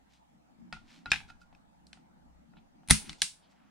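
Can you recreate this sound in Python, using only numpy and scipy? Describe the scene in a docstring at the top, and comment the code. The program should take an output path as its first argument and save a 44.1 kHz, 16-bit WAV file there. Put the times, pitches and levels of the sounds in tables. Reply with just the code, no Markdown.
"""Over ventilation hum and hiss in a small quiet room, a trigger gauge is hooked into a pistol lying on a mat.
Its rod taps and scrapes, the trigger takes up, the hook ticks, the hammer falls and shakes the bench, and
the hook knocks free. Air and scrapes are shaped noise; each blow is a noisy crack, a sum of dying modes and
a bench thud, with a separate feed to the room's echo. A microphone pair stands above the bench."""
import sys
import numpy as np
from scipy import signal
from scipy.fft import rfft, irfft
from scipy.io import wavfile
from scipy.ndimage import uniform_filter1d

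SR = 44100
rng = np.random.default_rng(int(sys.argv[2]) if len(sys.argv) > 2 else 0)


def inscribe(sig):
    """Save sig as 16-bit PCM at rate SR to the path in sys.argv[1].

    A 1-D sig is mono; a 2-D sig holds one channel per row.
    Samples are clipped to [-1, 1] before scaling.
    """
    pcm = np.round(np.clip(np.atleast_2d(sig).T, -1, 1) * 32767)
    wavfile.write(sys.argv[1], SR, pcm.astype(np.int16))


N = 163170

# Load of the hands on the bench. Each row: time in seconds, rumble level in dB, low-middle level in dB.
HAND_LOAD = [(0, -72.5, -69), (.57, -77, -67), (0.612, -68, -54.5), (0.671, -69, -57), (.8, -81, -66),
             (1.05, -89, -58.5), (1.3, -66, -67.5), (1.598, -71, -67.5), (1.901, -68.5, -66),
             (1.98, -86.5, -62.5), (2.1, -72.5, -66.5), (2.35, -62.5, -68), (2.5, -75.5, -62),
             (2.701, -79, -68.5), (3.0, -64.5, -57), (3.13, -62, -59), (3.2, -80.5, -75), (3.7, -82, -66.5)]

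STEEL_LONGEST_S, STEEL_DETUNE = .016, .015  # the mat damps the steel; detuning as a share of pitch
HALVES = np.array([[.5], [-.5]])  # splits a left-minus-right level between the ports


def amp(db):
    """Level law: an amplitude ratio is ten to the power of dB / 20."""
    return 10 ** (np.asarray(db) / 20)


def evened(x):
    """Normalisation: divides a signal by its root mean square."""
    return x / np.sqrt(np.mean(x ** 2) + 1e-20)


def read(points, hz):
    """Logarithmic pitch scale: interpolates (Hz, value) points along log frequency."""
    f, value = np.transpose(points)
    return np.interp(np.log(hz + 1), np.log(f + 1), value)


def add(mix, start_s, sound):
    """Superposition: adds a sound into the mix from its start time."""
    part = mix[:, max(round(start_s * SR), 0):][:, :sound.shape[1]]
    part += sound[:, :part.shape[1]]


def coloured(x, db_of):
    """Linear filtering: weights the spectrum of each row by a gain in dB that depends on frequency."""
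    hz = np.fft.rfftfreq(x.shape[-1], 1 / SR)
    return irfft(rfft(x) * amp(db_of(hz)), x.shape[-1])


def background():
    """Stationary noise: ventilation and microphone hiss, whose low bands follow the hands' load on the bench."""
    # Each row: frequency in Hz, spectral density in dB per Hz before each band is set to its level.
    air_spectrum = [(15, -38.5), (25, -16.5), (59, -1), (87, -18), (141, -23.5), (175, -8.5), (249, -16),
                    (270, -6), (384, -32), (840, -20), (1070, -30), (1190, -29.5), (1290, -30), (1610, -34),
                    (3720, -43), (7310, -46.5), (16000, -61.5)]
    # Each row: frequency in Hz, left-right correlation from -1 to 1.
    likeness = [(60, -0.5), (180, 0.27), (550, -0.56), (1650, -0.3), (4970, -0.4), (15000, 0.3)]
    air_db, patchy_db = -68.5, 2.2  # level above 400 Hz; unevenness over time and pitch
    frames, hz = N // 256 + 5, np.fft.rfftfreq(1024, 1 / SR)
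    a, b, c, d, patches = rng.standard_normal((frames, 513, 5)).T
    patches = uniform_filter1d(patches, 8, 0)
    patches = evened(uniform_filter1d(patches, 10, 1))

    same = np.clip(read(likeness, hz), -1, 1)[:, None]
    left, other = a + 1j * b, c + 1j * d
    right = same * left + np.sqrt(1 - same ** 2) * other
    z = np.array([left, right]) * amp(read(air_spectrum, hz)[:, None] + patchy_db * patches)

    load_s, rumble_db, body_db = np.transpose(HAND_LOAD)
    t = np.arange(frames) * 256 / SR
    bands = ((hz < 115, np.interp(t, load_s, rumble_db)),
             ((hz >= 115) & (hz < 400), np.interp(t, load_s, body_db)),
             (hz >= 400, air_db))
    parts = []
    for band, db in bands:
        part = z * band[:, None]
        loudness = np.std(signal.istft(part, nperseg=1024, noverlap=768)[1])
        parts.append(part * amp(db) / loudness)
    return signal.istft(sum(parts), nperseg=1024, noverlap=768)[1][:, :N]


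def hums():
    """Narrow-band noise: low tones waver by their own bandwidth and follow the load on the bench."""
    # Each row: centre in Hz, width in Hz, level in dB against the load curve,
    # column of that curve (1 rumble, 2 low middle).
    low_tones = [(63, 3.6, -2.5, 1), (176.3, 8, -8, 2), (228.6, 5.6, -5.5, 2)]
    curve, t, out = np.transpose(HAND_LOAD), np.arange(N) / SR, 0
    for centre_hz, width_hz, db, which in low_tones:
        noise = rng.standard_normal((3, N))
        band = coloured(noise[0] + 2.2 * noise[1:],  # one part shared by the ports, one of their own
                        lambda hz: -20 * np.log10(1 + (2 * (hz - centre_hz) / width_hz) ** 2))
        out = out + evened(band) * amp(db + np.interp(t, curve[0], curve[round(which)]))
    return out


def scrapes():
    """Friction of rod and hand: dense uneven grains modulate broad-band noise that swells and fades."""
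    # Each row: middle in seconds, length in seconds (between the 1/e points of the swell), level in dB,
    # centre in Hz, width in octaves (6 dB down this far from the centre).
    strokes = [(0.139, 0.088, -70.5, 3066, 0.98), (0.907, 0.07, -72, 4720, 0.4),
               (0.938, 0.14, -62, 2470, 1.09), (1.11, 0.012, -47.5, 4180, 0.57),
               (1.298, 0.033, -59.5, 3080, 0.92), (1.421, 0.031, -70.5, 3950, 0.93),
               (2.578, 0.034, -69, 3000, 0.45), (3.071, 0.091, -57, 2753, 1.1),
               (3.207, 0.053, -62, 4170, 0.82), (3.447, 0.058, -71.5, 3440, 0.48),
               (3.513, 0.045, -73.5, 3960, 0.83), (3.619, 0.55, -74.5, 1235, 1.17)]
    grains_per_s, grain_spread_db = 6500, 4
    size, middle = 32768, 16384
    out = np.zeros((2, N))
    for middle_s, length_s, db, centre_hz, octaves in strokes:
        noise, t = rng.standard_normal((3, size)), (np.arange(size) - middle) / SR
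        present = rng.random(size) < grains_per_s / SR
        grains = present * amp(grain_spread_db * np.minimum(rng.exponential(1, size), 3.5))
        grit = evened(uniform_filter1d(grains, size=30))
        band = coloured(grit * (noise[0] + 0.43 * noise[1:]),
                        lambda hz: -6 * (np.log2(hz / centre_hz + 0.001015) / octaves) ** 2)
        pad = np.zeros((2, N + size))
        add(pad, middle_s, amp(db) * evened(band) * np.exp(-(2 * t / length_s) ** 2))
        out += pad[:, middle:N + middle]
    return out


def ring(modes, colour_db, rise_s, lag_s, longest_s, detune):
    """Modal decay: a sum of dying sines, detuned at each blow, with a small phase lag of its own at each port."""
    hz, db, t60 = np.transpose(modes)[:, :, None]
    hz = hz * (1 + detune * rng.uniform(-0.89, 1, hz.shape))
    t = np.arange(SR // 4) / SR
    lag = lag_s(hz) * rng.standard_normal((2, len(modes), 1))
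    decay_db = -60 * t / np.clip(t60, .002, longest_s)
    fade = amp(db + colour_db(hz) + decay_db) * (1 - np.exp(-t / rise_s))
    out = (fade * np.sin(2 * np.pi * hz * (t + lag))).sum(1)
    return out / np.abs(out).max()


def bench_push(t):
    """Impulse response of a support: the first shove of the bench, which springs back at once."""
    push_s, push_db, left_db, cut_hz = .003, 2.5, 7, 61  # levels against the thud, left minus right
    push = t / push_s * (1 - t / push_s / 2) * np.exp(1 - t / push_s) * amp(push_db + left_db * HALVES)
    return signal.lfilter(*signal.butter(1, cut_hz, "high", fs=SR), push)


def blows(rows, modes, crack_db, longest_s, ringing_db, click_db, detune, rise=.00063):
    """Impact excitation: crack, ringing part and bench thud; returns direct sound and what feeds the room."""
    # Each row: mode frequency in Hz, level in dB before the ring is scaled, 60 dB decay time in seconds.
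    bench_modes = [(39.8, -5, 0.017), (62.4, -6, .15), (102.7, -9, 0.12), (158, 0, 0.12),
                   (211.5, -3.5, 0.16), (278, -11.5, 0.1), (349.8, -16, 0.045)]
    # Limits of the noisy edge of a blow. Each row: frequency in Hz, gain in dB.
    crack_limits = [(200, -18.5), (700, -12), (1500, 9.5), (10300, -3.5), (11500, -12), (16400, -24.5)]
    base_crack_db, crack_s, crack_rise_s = -5, 0.0028, .00063  # time constants of fall and rise
    thud_rise_s, thud_left_db, bench_longest_s, bench_detune = 0.0016, 3.5, .2, .05
    spot_db, spot_octaves = 16.5, .25  # boost of the modes near the struck spot's pitch
    room_ring_db = -11  # the room hears the part from all sides: an even click, little ring
    direct, spread, t = np.zeros((2, N)), np.zeros((2, N)), np.arange(2048) / SR
    outline = [row[:2] for row in modes]
    push = bench_push(t)

    def port_lag(hz):
        return .00005 * hz / 9450  # scatter in seconds, growing with pitch

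    for start_s, db, tilt_db, pan_db, thud_db, *more in rows:
        spot, rise_s = more[:1], (more[1:] or [rise])[0]
        soft_db = 20 * np.log10(min(rise / rise_s, 1))  # a soft nudge hardly cracks
        side = amp(db + pan_db * HALVES)

        def tilt(hz):
            return tilt_db * np.log2(hz / 2500 + 0.013)

        def struck(hz):
            return tilt(hz) + sum(spot_db * np.exp(-(np.log2(hz / f) / spot_octaves) ** 2) for f in spot)

        def edge(hz):
            return read(crack_limits, hz) + read(outline, hz)

        noise = rng.standard_normal((3, 2048))
        crack = evened(coloured(noise[0] + .5 * noise[1:], lambda hz: edge(hz) + tilt(hz)))
        crack = crack * np.exp(-t / crack_s) * (1 - np.exp(-t / crack_rise_s))
        crack = side * amp(base_crack_db + crack_db + soft_db) * crack
        tone = side * ring(modes, struck, rise_s, port_lag, longest_s, detune)
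        thud = ring(bench_modes, np.zeros_like, thud_rise_s, lambda hz: .0007, bench_longest_s, bench_detune)
        thud = amp(thud_db + thud_left_db * HALVES) * thud
        for sound in (crack, tone, thud, amp(thud_db) * push):
            add(direct, start_s, sound)

        impulse = 1. * (np.arange(2048) == 32)[None]
        click = coloured(impulse, lambda hz: uniform_filter1d(edge(hz), size=80) + tilt(hz))
        click = click / np.linalg.norm(click) * (t < .006)
        add(spread, start_s, amp(db + click_db + soft_db) * click)
        add(spread, start_s, amp(room_ring_db + ringing_db) * tone)
    return np.array([direct, spread])


def rod_taps():
    """Modes of a lightly damped bar: the spot touched favours nearby pitches, a slow rise makes a soft nudge."""
    # Each row: start in seconds, level in dB, tilt in dB per octave, left minus right in dB, bench thud in dB,
    # pitch of the modes that this spot excites most in Hz, rise in seconds.
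    taps = [(.726, -29, -0.5, -0.5, -51, 1960, 0.00047), (.7315, -45, -7, 17, -46.5, 1400, 0.00047),
            (.765, -44.5, -14.5, -4.5, -60, 1350, 0.0049), (1.058, -31, -4, -0.5, -77, 3920, 0.00051),
            (1.0615, -38.5, 2.5, 4, -49, 1385, 0.0063), (1.287, -52.5, 4, 3, -67, 1470, 0.0084),
            (1.300, -42.5, -2.5, -5, -61.5, 1700, 0.0027), (1.415, -52.5, 7.5, -5, -74, 1410, 0.0053),
            (1.527, -52.5, -5.5, -0.9, -70.5, 825, 0.00041), (1.972, -54.5, -3, -4, -57.5, 756, .0004),
            (2.536, -56, -10.5, 11, -65, 1826, .0004), (2.568, -52, -6, 2, -77, 3620, .0004),
            (2.833, -56.5, -6, 2, -79, 734, 0.00036)]
    # Each row: mode frequency in Hz, level in dB before the ring is scaled, 60 dB decay time in seconds.
    rod_modes = [(756, -10, 0.048), (880.3, -8.5, .04), (1383, -5.5, 0.057), (1420, -9, 0.12),
                 (1844, -10, 0.014), (2288, -9.5, 0.024), (2570, -5.5, 0.048), (3960, -9.5, 0.023),
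                 (4920, -7, 0.026), (6540, -18, 0.011), (7600, -16, 0.0077), (8500, -21, 0.02)]
    return blows(taps, rod_modes, crack_db=-0.67, longest_s=.18, ringing_db=2, click_db=16, detune=.002)


def trigger_knocks():
    """Damped steel modes: the trigger takes up in a run of knocks whose ring builds slowly."""
    # Each row: start in seconds, level in dB, tilt in dB per octave, left minus right in dB, bench thud in dB.
    knocks = [(1.1168, -7, -0.2, 3, -35.5), (1.1186, -18, -1.8, 1.7, -56.5), (1.1245, -25.5, -1, 2, -52.5),
              (1.1322, -17.5, -3, 1.2, -46), (1.1395, -21, -3.5, 3.3, -47), (1.1475, -29, -2.5, 2, -50),
              (1.158, -27, -4, 1.5, -59.5), (1.163, -31.5, -5, 1.3, -51.5), (1.203, -39, -6.5, 0.83, -80),
              (1.213, -44.5, -14, 0.52, -67), (1.549, -53.5, 2, 0.57, -62.5)]
    # Each row: mode frequency in Hz, level in dB before the ring is scaled,
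    # 60 dB decay time in seconds before the mat's limit.
    trigger_modes = [(816.6, -16, .02), (1680.5, -6, .02), (1600, -12, .025), (2500, 2.5, 0.054),
                     (2645, 0, 0.075), (3728, -5.5, 0.034), (4253, -10, 0.01), (5110, -5.5, 0.013),
                     (6300, -10.5, 0.011), (8000, -15, 0.008), (9740, -14, 0.004)]
    return blows(knocks, trigger_modes, crack_db=-3, longest_s=STEEL_LONGEST_S, ringing_db=4, click_db=10,
                 detune=STEEL_DETUNE, rise=0.0025)


def hook_ticks():
    """Point-dependent excitation: the hook ticks and knocks free, each contact favouring its own modes."""
    # Each row: start in seconds, level in dB, tilt in dB per octave, left minus right in dB, bench thud in dB,
    # pitch of the modes that this spot excites most in Hz.
    ticks = [(1.868, -50.5, 5.5, -1.06, -69, 4500), (1.93, -39.5, -3, 0.62, -66.5, 3000),
             (3.0942, -27.5, -2.5, 0.92, -46, 3000), (3.1005, -38, -0.7, 0.44, -62, 4200),
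             (3.1295, -39.5, -0.5, 0.27, -67, 2300), (3.2181, -10, 2.5, -1.3, -47.5, 3000),
             (3.2199, -18, 5.5, -1.5, -81.5, 1700), (3.224, -25.5, 3, -1.03, -48, 790),
             (3.2285, -25.5, 6.5, -0.71, -75.5, 8100)]
    # Each row: mode frequency in Hz, level in dB before the ring is scaled,
    # 60 dB decay time in seconds before the mat's limit.
    hook_modes = [(785, -15.5, 0.03), (1700, -12, 0.03), (2130, -10, 0.021), (2594, -1, 0.0041),
                  (3000, -16.5, .02), (3496, -7.5, 0.018), (4200, 0, 0.011), (4770, -6.5, 0.016),
                  (5590, -3, 0.01), (6400, -10, 0.024), (8020, -3.5, 0.0031), (9290, -9, 0.03),
                  (9960, -11.5, 0.0096), (13000, -17.5, 0.0093)]
    return blows(ticks, hook_modes, crack_db=-0.38, longest_s=STEEL_LONGEST_S, ringing_db=-2.0, click_db=14.5,
                 detune=STEEL_DETUNE)


def hammer_blows():
    """Impact on a support: the hammer falls in a burst of bright steel blows and shakes the bench."""
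    # Each row: start in seconds, level in dB, tilt in dB per octave, left minus right in dB, bench thud in dB.
    falls = [(2.8755, -44, 4.6, 1.5, -72.5), (2.886, -29.5, 3, 1.7, -44.5), (2.8972, -22.5, 0.33, 1.3, -53),
             (2.8995, -27.5, 0.9, 0.67, -38), (2.9028, -12.5, 1.76, 2.5, -44.5),
             (2.9077, -0.5, 3.02, 1.1, -28.5), (2.9100, -17.5, 2, 0.45, -15.5),
             (2.9150, -20.5, 7.5, .6, -39.5), (2.9185, -20.5, 3.54, 0.61, -36.5)]
    # Each row: mode frequency in Hz, level in dB before the ring is scaled,
    # 60 dB decay time in seconds before the mat's limit.
    hammer_modes = [(844, -4.5, 0.01), (1717, -8.5, 0.02), (1990, -1.5, 0.0092), (3330, -12.5, 0.036),
                    (3578, -8, 0.027), (3904, -5, 0.0066), (6240, -7, 0.0095), (7240, -11, 0.0059),
                    (8710, -4, 0.011), (9660, -5.5, 0.016), (9920, -2.5, 0.0069), (11190, -11.5, 0.0041),
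                    (13100, -15, .006)]
    return blows(falls, hammer_modes, crack_db=0.24, longest_s=STEEL_LONGEST_S, ringing_db=-11.0,
                 click_db=13.47, detune=STEEL_DETUNE)


def room(x):
    """Reverberation: sparse taps of random sign, each band dying at its own speed, partly shared by the ports."""
    # Each row: frequency in Hz, 60 dB decay time in seconds.
    decay = [(100, 0.9), (500, .2), (1500, 0.18), (3000, 0.25), (8000, .25), (14000, 0.32)]
    # Each row: frequency in Hz, gain in dB.
    colour = [(100, 12.5), (800, 0.5), (2000, -2.5), (5000, -3), (10000, 0), (12000, -9), (16000, 0)]
    room_db, shared, gap_s = -4, 0.31, 0.0065  # no echo arrives before the gap has passed
    taps = np.zeros((3, SR // 2))
    grid = np.arange(0, SR // 2 - 20, 20)
    places = grid + rng.integers(0, 20, (3, len(grid)))
    np.put_along_axis(taps, places, rng.choice([-1., 1.], (3, len(grid))), 1)
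    taps[:, :round(gap_s * SR)] = 0
    hz, t, z = signal.stft(shared * taps[0] + (1 - shared) * taps[1:], SR, nperseg=128)
    fade_db = read(colour, hz)[:, None] - 60 * t / read(decay, hz)[:, None]
    tail = signal.istft(z * amp(fade_db), SR, nperseg=128)[1]
    tail = tail / np.linalg.norm(tail[0])
    return amp(room_db) * signal.fftconvolve(x.mean(0)[None], tail, axes=1)[:, :N]


def scene():
    """Superposition of air, hums, scrapes, blows and the room's answer."""
    air = background() + hums()
    rubbed = scrapes()
    direct, spread = rod_taps() + trigger_knocks() + hook_ticks() + hammer_blows()
    return direct + rubbed + room(spread + rubbed) + air


def record(dry):
    """Saturation and band limiting: the converter's ceiling, then a steep low-pass filter."""
    ceiling, edge_hz = .82, 16450
    edge = signal.firwin(511, edge_hz, window=("kaiser", 13), fs=SR)
    return signal.oaconvolve(np.clip(dry, -ceiling, ceiling), edge[None], "same")


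dry = scene()
out = record(dry)
inscribe(out)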